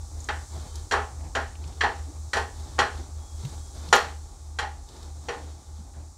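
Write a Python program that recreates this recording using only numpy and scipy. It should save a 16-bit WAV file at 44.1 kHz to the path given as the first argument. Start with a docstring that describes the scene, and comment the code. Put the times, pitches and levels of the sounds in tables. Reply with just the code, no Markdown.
"""Soft squelches, wet pops, clinks and knocks: a steel masher presses boiled potatoes in a pan on a stove, close by.
Coloured noise and random grains make the squelch and push; when the plate gets through, struck modes and dense
noise make it clink on the bottom and the pan knock on its support. Dull thuds and thin squeaks come in between.
Behind are a faint frying hiss of filtered noise and two sine motors that beat over a rush of air;
decaying noise tails let the small room ring briefly."""
import sys
import numpy as np
from scipy import signal
from scipy.fft import rfft, irfft, next_fast_len
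from scipy.io import wavfile

SR = 44100
rng = np.random.default_rng(int(sys.argv[2]) if len(sys.argv) > 2 else 0)


def to_wav(sig):
    """Store sig (one row per channel, or 1-D mono) as 16-bit WAV at the path in sys.argv[1].

    Samples outside -1..1 are clipped; the rate is SR.
    """
    pcm = np.clip(np.atleast_2d(sig), -1, 1) * 32767
    pcm = np.round(pcm).astype(np.int16)
    wavfile.write(sys.argv[1], SR, pcm.T)  # frames by channels


N = 272345  # length in samples
TIME = np.arange(N) / SR  # seconds
AGE = TIME[:SR * 3 // 5]  # seconds since the onset of a short sound
ROOM_T60_S = .33


def undb(db):
    """Decibels to gain."""
    return 10 ** (np.asarray(db) / 20)


def unit(x):
    """Scale to rms 1."""
    return x / np.sqrt(np.mean(x ** 2))


def curves(table):
    """Every column of a table joined by straight lines in time."""
    s, *columns = np.transpose(table)
    return [np.interp(TIME, s, c) for c in columns]


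def colour(x, points, boost=np.zeros_like):
    """Give x a spectrum of (Hz, dB) points plus boost(Hz) dB; rms 1."""
    size = next_fast_len(len(x))
    f = np.maximum(np.fft.rfftfreq(size, 1 / SR), 1)
    hz, db = np.transpose(points)
    gain = undb(np.interp(np.log(f), np.log(hz), db) + boost(f))
    return unit(irfft(rfft(x, size) * gain, size)[:len(x)])


def band(hz, width_hz, size):
    """Noise passed twice through the same resonance for steep sides; rms 1."""
    b, a = signal.iirpeak(min(hz, .45 * SR), hz / min(width_hz, SR / 4), fs=SR)
    once = signal.lfilter(b, a, rng.standard_normal(size))
    return unit(signal.lfilter(b, a, once))


def fade(t60):
    """Exponential decay that loses 60 dB in t60 seconds."""
    return np.exp(-np.log(1000) * AGE / t60)


def walk(rate):
    """Random wandering: normal points, rate of them per second, joined by straight lines."""
    points = rng.standard_normal(N)
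    return np.interp(TIME * rate, np.arange(N), points)


def add(out, s, sound):
    """Mix a sound into out at time s."""
    start = int(s * SR)
    out[start:start + len(sound)] += sound[:N - start]


def fans(rush_db=-6.5):
    """Two motors of nearly equal speed drift in and out of step over a rush of air."""
    # the second motor sags towards the steady one and recovers, so their beat slows: (time [s], frequency [Hz])
    sagging_motor = [(0, 79.77), (.9, 78.78), (2, 79.22), (2.7, 79.57), (3.35, 79.24), (4, 77.39),
                     (4.7, 75.53), (5.4, 77.41), (6.18, 78.71)]
    # level of the hum, which the rush follows: (time [s], level [dB])
    hum_level = [(0, -37.5), (3.2, -37.5), (4.2, -41), (6.18, -42)]
    # spectrum of the steady rush: (frequency [Hz], level [dB])
    rush_colour = [(25, -45.5), (32, -5), (36, 3.5), (58, 7.5), (90, -7.5), (120, -4), (170, -34),
                   (300, -21.5), (560, -32), (720, -28), (830, -17.5), (950, -34), (1130, -22),
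                   (1700, -44.5), (15000, -63)]
    steady_hz, in_step_s = 74.2, .18  # at in_step_s both motors turn together
    sagging_hz, = curves(sagging_motor)
    level_db, = curves(hum_level)
    turns = np.cumsum([np.full(N, steady_hz), sagging_hz], axis=1) / SR
    turns_from_step = turns - turns[:, [int(in_step_s * SR)]]
    hum = np.sin(2 * np.pi * turns_from_step).sum(axis=0)
    rush = colour(rng.standard_normal(N), rush_colour)
    return undb(level_db) * (unit(hum) + undb(rush_db) * rush)


def sizzle(flicker_db=0.2):
    """Moisture fries away on the hot bottom in a fine hiss of noise."""
    # slow swell of the hiss: (time [s], level [dB])
    hiss_level = [(0.0, -53), (0.45, -51), (1.55, -55), (2.92, -52.5), (3.1, -55), (3.53, -51),
                  (4.64, -57.5), (5.37, -55), (5.56, -57.5), (6.18, -58)]
    # spectrum of the hiss: (frequency [Hz], level [dB])
    hiss_colour = [(1000, -20), (2900, -28.5), (3800, -9), (4800, -5.5), (5800, -0.5), (7500, 0.5),
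                   (9000, -5), (10500, -13.5), (13000, -20.5), (15500, -26)]
    level_db, = curves(hiss_level)
    return colour(rng.standard_normal(N), hiss_colour) * undb(level_db + flicker_db * walk(21))


def effort():
    """Gains of squelch and push: each stroke swells, holds and relaxes above the clinging mash."""
    # pushes and pulls through the potato: (start [s], length [s], wet squelch level [dB], dull push level [dB])
    strokes = [(0.12, 0.31, -59, -56), (0.488, .2, -51.5, -52.5), (0.711, .06, -48.5, -52),
               (1.153, 0.095, -65, -45.5), (1.579, 0.41, -56.5, -54.5), (2.017, 0.13, -81, -56),
               (2.516, 0.25, -53, -52), (2.914, 0.095, -50.5, -45), (3.136, 0.074, -61, -54),
               (3.355, 0.18, -51.5, -52.5), (3.718, 0.36, -51, -52), (4.86, 0.19, -55, -54.5),
               (5.202, 0.31, -57.5, -51.5), (5.72, 0.082, -60, -63), (5.923, 0.08, -64, -51)]
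    attack_s, release_s = 0.046, 0.061  # linear build-up, time constant of the relaxation
    cling_wet_db, cling_push_db = -62, -57  # potato clinging to the moving plate between strokes
    lift_out_s, lift_fade_s = 5.71, 0.45  # the masher leaves the potato and the clinging dies away
    in_pan = np.exp(-np.maximum(TIME - lift_out_s, 0) / lift_fade_s)
    wet, push = undb(cling_wet_db) * in_pan, undb(cling_push_db) * in_pan
    for start, length, wet_db, push_db in strokes:
        age = TIME - start
        build_up = np.clip(age / attack_s, 0, 1)
        pressure = build_up * np.exp(-np.maximum(age - length, 0) / release_s)
        wet = np.hypot(wet, undb(wet_db) * pressure)
        push = np.hypot(push, undb(push_db) * pressure)
    return wet, push


def mash(wet_gain, push_gain, grain_rate=1500, spread_db=3.0):
    """Tiny sticky ruptures make the squelch; the soft mass passes a dull rumble to the pan."""
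    # spectra of squelch and push, both coloured by the pan: (frequency [Hz], level [dB])
    squelch_colour = [(250, -15), (400, 15.5), (600, -3.5), (830, 6), (1200, 3.5), (1600, -3), (2800, -10),
                      (3250, -0.5), (4500, 0.5), (7500, -9), (11000, -16.5), (15500, -31)]
    push_colour = [(25, -42.5), (70, -2), (125, 2.5), (200, -6), (300, 0), (420, -12.5), (600, -8),
                   (830, -6), (1300, -20.5), (2500, -25.5), (8000, -69.5)]
    ruptures = rng.random(N) < grain_rate / SR  # grain_rate is the mean number per second
    grain_db = spread_db * np.minimum(rng.exponential(size=N), 6)
    grains = ruptures * rng.choice([-1, 1], N) * undb(grain_db)
    room = rng.standard_normal(len(AGE)) * fade(ROOM_T60_S)
    echo = signal.fftconvolve(grains, room)[:N]
    wet = unit(grains) + undb(7.5) * unit(echo)
    push = colour(rng.standard_normal(N), push_colour) * undb(3.1 * walk(30))
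    return wet_gain * colour(wet, squelch_colour) + push_gain * push


def rub(wet_gain, rub_db=-44, effort_share=0.38):
    """The rubbing plate keeps a pair of pan resonances faintly singing, a little more under pressure."""
    pair = band(800, 36, size=N) + band(855, 30, size=N)
    return unit(pair) * undb(rub_db) * wet_gain ** effort_share


def pops(rise_s=0.0015):
    """Air pockets burst as potato squeezes through the holes of the plate."""
    # the loudest wet pops: (time [s], level before the envelope [dB], centre [Hz], width of each filter pass [Hz])
    bursts = [(0.203, -33.5, 6840, 1300), (0.241, -33, 6700, 1800), (.755, -32, 6500, 4500),
              (1.207, -48, 2200, 3000), (1.5526, -44.5, 2820, 2000), (1.639, -40.5, 2800, 2500),
              (1.676, -40, 5670, 4000), (1.723, -44.5, 3020, 2000), (2.376, -50, 7960, 7000),
              (3.45, -34, 3780, 5000), (3.886, -34, 4480, 4000), (3.955, -30, 12600, 5000),
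              (3.962, -22, 6670, 1830), (4.888, -42.5, 4500, 4000), (4.963, -44.5, 4500, 4000),
              (5.028, -41, 5000, 5000)]
    out = np.zeros(N)
    decay = np.hypot(fade(0.027), undb(-23) * fade(ROOM_T60_S))  # burst, then room
    envelope = decay * (1 - np.exp(-AGE / rise_s))
    for s, db, hz, width_hz in bursts:
        add(out, s, undb(db) * band(hz, width_hz, size=len(AGE)) * envelope)
    return out


def ring(modes, boost, scatter_db, detune, sustain):
    """Struck modes; the place of the blow and the potato load change their strength and pitch."""
    hz, db, t60 = np.transpose(modes)
    strength, load = rng.standard_normal((len(hz), 2)).T
    gain = undb(db + boost(hz) + scatter_db * strength)
    # bending waves reach each radiating patch at its own moment
    cycles = np.outer(hz * (1 + detune * load), AGE) + rng.random((len(hz), 1))
    partials = np.sin(2 * np.pi * cycles) * fade(sustain * t60[:, None])
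    return gain @ partials / np.sqrt(np.sum(gain ** 2) / 2)


def clatter(points, boost, t60, room_db):
    """Dense ringing that dies quickly and hands over to the room's reverberation."""
    envelope = np.hypot(fade(t60), undb(room_db) * fade(ROOM_T60_S))
    return colour(rng.standard_normal(len(AGE)), points, boost) * envelope


def cushion(x, hz, rise_s=0.00088):
    """A contact of finite length builds up briefly and excites the highest frequencies only weakly."""
    low_pass = signal.butter(2, min(hz, .45 * SR), fs=SR, output="sos")
    return signal.sosfilt(low_pass, x * (1 - np.exp(-AGE / rise_s)))


def plate_clink(tilt_db):
    """Steel meets the bottom; the less potato lies between, the brighter it rings."""
    # plate and shaft damped by potato: (frequency before detuning [Hz], level [dB], t60 before sustain factor [s])
    plate_modes = [(1600, -2, .08), (1770, -1, .09), (1920, 0, .09), (2320, -9, .09), (2860, -7, .11),
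                   (3200, -5.5, .13), (3710, -12, .18), (4020, -7, .1), (4250, -11, .1), (4650, -11, .11),
                   (5680, -11, .11), (5810, -9, .11), (6170, -14, .1), (6660, -12, .13), (7200, -11, .11),
                   (7530, -15, .1), (8680, -17, .08)]
    # spectrum of the masher's dense, unresolved ringing: (frequency [Hz], level [dB])
    plate_colour = [(200, -32.5), (700, -14), (1200, 0.5), (1850, 7.5), (2200, -3), (3200, -1.5),
                    (3750, -10.5), (4150, -2.5), (5050, -12), (5800, -6.5), (6300, -18), (7100, -12.5),
                    (8000, -17), (10500, -21), (15500, -34.5)]

    def tilt(hz):
        return tilt_db * np.log2(hz / 3500)

    modes = ring(plate_modes, tilt, scatter_db=3.1, detune=.01, sustain=0.79)
    dense = clatter(plate_colour, tilt, t60=0.13, room_db=-2.5)
    return cushion(undb(3.5) * modes + undb(1.5) * dense, hz=8600)


def pan_knock(spot_hz, spot_db=6.5, spot_octaves=.4):
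    """The pan bumps its support; the modes that swing most at the struck spot are boosted."""
    # the pan on its support: (frequency before detuning [Hz], level [dB], t60 before sustain factor [s])
    pan_modes = [(245, -11, .3), (383, -9.5, .3), (431, -8, .25), (476, -4.5, .3), (660, -7, .3),
                 (796, -2.5, .33), (815, -4, .24), (846, -3, .33), (868, -6, .22), (965, -7, .22),
                 (1068, -5, .24), (1130, -8, .24), (1238, -4, .22), (1310, -7, .2), (1416, -5, .22),
                 (1470, -5, .22), (1538, -4, .2), (1618, -3, .2), (1733, -2, .24), (1795, -4, .2),
                 (1873, -2, .25), (1944, -3, .22)]
    # spectrum of the pan's dense, unresolved ringing: (frequency [Hz], level [dB])
    pan_colour = [(90, -12.5), (200, -17.5), (330, -12.5), (400, 0.5), (600, -3), (830, 2), (1000, -5.5),
                  (1850, -9), (2200, -11.5), (3300, -16.5), (5500, -23.5), (15000, -51.5)]

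    def spot(hz):
        return spot_db * np.exp(-(np.log2(hz / spot_hz) / spot_octaves) ** 2)

    modes = ring(pan_modes, spot, scatter_db=3, detune=0.0022, sustain=1.11)
    dense = clatter(pan_colour, spot, t60=0.04, room_db=-1.5)
    return cushion(undb(1.5) * modes + undb(0.5) * dense, hz=3580)


def knocks():
    """Each contact rings the plate and the pan in its own proportion."""
    # contacts of plate, pan and support: (time [s], relative pan level [dB], frequency the spot favours [Hz],
    # relative plate level [dB], plate tilt [dB per octave])
    contacts = [(0.2874, -32.5, 870, -29.5, -4), (0.9109, -30, 1530, -31.5, 1.5), (0.92, -26, 1470, -31, 3),
                (0.9331, -22.5, 1130, -56, -3), (.971, -30.5, 1210, -59, 0),
                (1.3506, -30, 1440, -30.5, 0.5), (1.365, -27.5, 250, -55, -9), (1.396, -41.5, 436, -52, 9),
                (1.808, -34.5, 1900, -23.5, -3), (1.8357, -22, 890, -30.5, -2),
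                (2.3324, -30.5, 1600, -30, 4), (2.352, -28.5, 430, -40, -4), (2.368, -26, 910, -34, 3.5),
                (2.783, -31, 656, -60.5, -9), (2.7887, -18.5, 1300, -23, 0.5),
                (3.9267, -15, 1153, -17, 1.5), (4.587, -30.5, 910, -30, 1), (4.626, -36, 847, -37.5, -6.5),
                (5.285, -31, 390, -36, -0.5), (5.333, -40.5, 850, -51, 0), (5.935, -63.5, 1750, -70.5, -4)]
    out = np.zeros(N)
    for s, pan_db, spot_hz, plate_db, tilt_db in contacts:
        knock = undb(pan_db) * pan_knock(spot_hz)
        clink = undb(plate_db) * plate_clink(tilt_db)
        add(out, s, knock + clink)
    return out


def squeaks(waver=0.0103):
    """As the plate slides, a thin, faint, unsteady whistle fades in and out."""
    # slides of the plate: (start [s], end [s], mean frequency [Hz], level before the fades [dB])
    slides = [(.46, .7, 3230, -67), (.62, .9, 3110, -66), (3.1, 3.5, 3320, -66), (3.54, 3.78, 3310, -67)]
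    out = np.zeros(N)
    for start, end, hz, db in slides:
        size = int((end - start) * SR)
        wavering_hz = hz * (1 + waver * walk(133)[:size])
        whistle = np.sin(2 * np.pi * np.cumsum(wavering_hz) / SR)
        add(out, start, undb(db) * unit(whistle) * signal.windows.hann(size))
    return out


def thuds(peak_s=0.017, width_share=0.44):
    """The plate sinks into the mash: cushioned pushes swell and die without a crack."""
    # soft bumps: (time [s], level at the envelope's peak [dB], centre [Hz])
    bumps = [(1.644, -47.5, 150), (2.069, -47, 293), (2.783, -40.5, 145), (2.989, -46.5, 295),
             (3.429, -36, 130), (3.877, -41, 149), (5.78, -48, 168)]
    out = np.zeros(N)
    swell = AGE / peak_s * np.exp(1 - AGE / peak_s)
    for s, db, hz in bumps:
        # width of each filter pass as a share of the centre
        add(out, s, undb(db) * band(hz, width_share * hz, size=len(AGE)) * swell)
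    return out


def scene():
    """Everything in one channel, heard close to the pan."""
    wet_gain, push_gain = effort()
    background = fans() + sizzle()
    potato = mash(wet_gain, push_gain) + rub(wet_gain) + pops()
    return (background + potato + knocks() + squeaks() + thuds())[None]


def record(dry):
    """A steep low-pass removes the top of the treble."""
    top_hz = 15700
    low_pass = signal.ellip(10, .1, 80, top_hz, fs=SR, output="sos")  # ripple and stopband in dB
    return signal.sosfilt(low_pass, dry)


dry = scene()
out = record(dry)
to_wav(out)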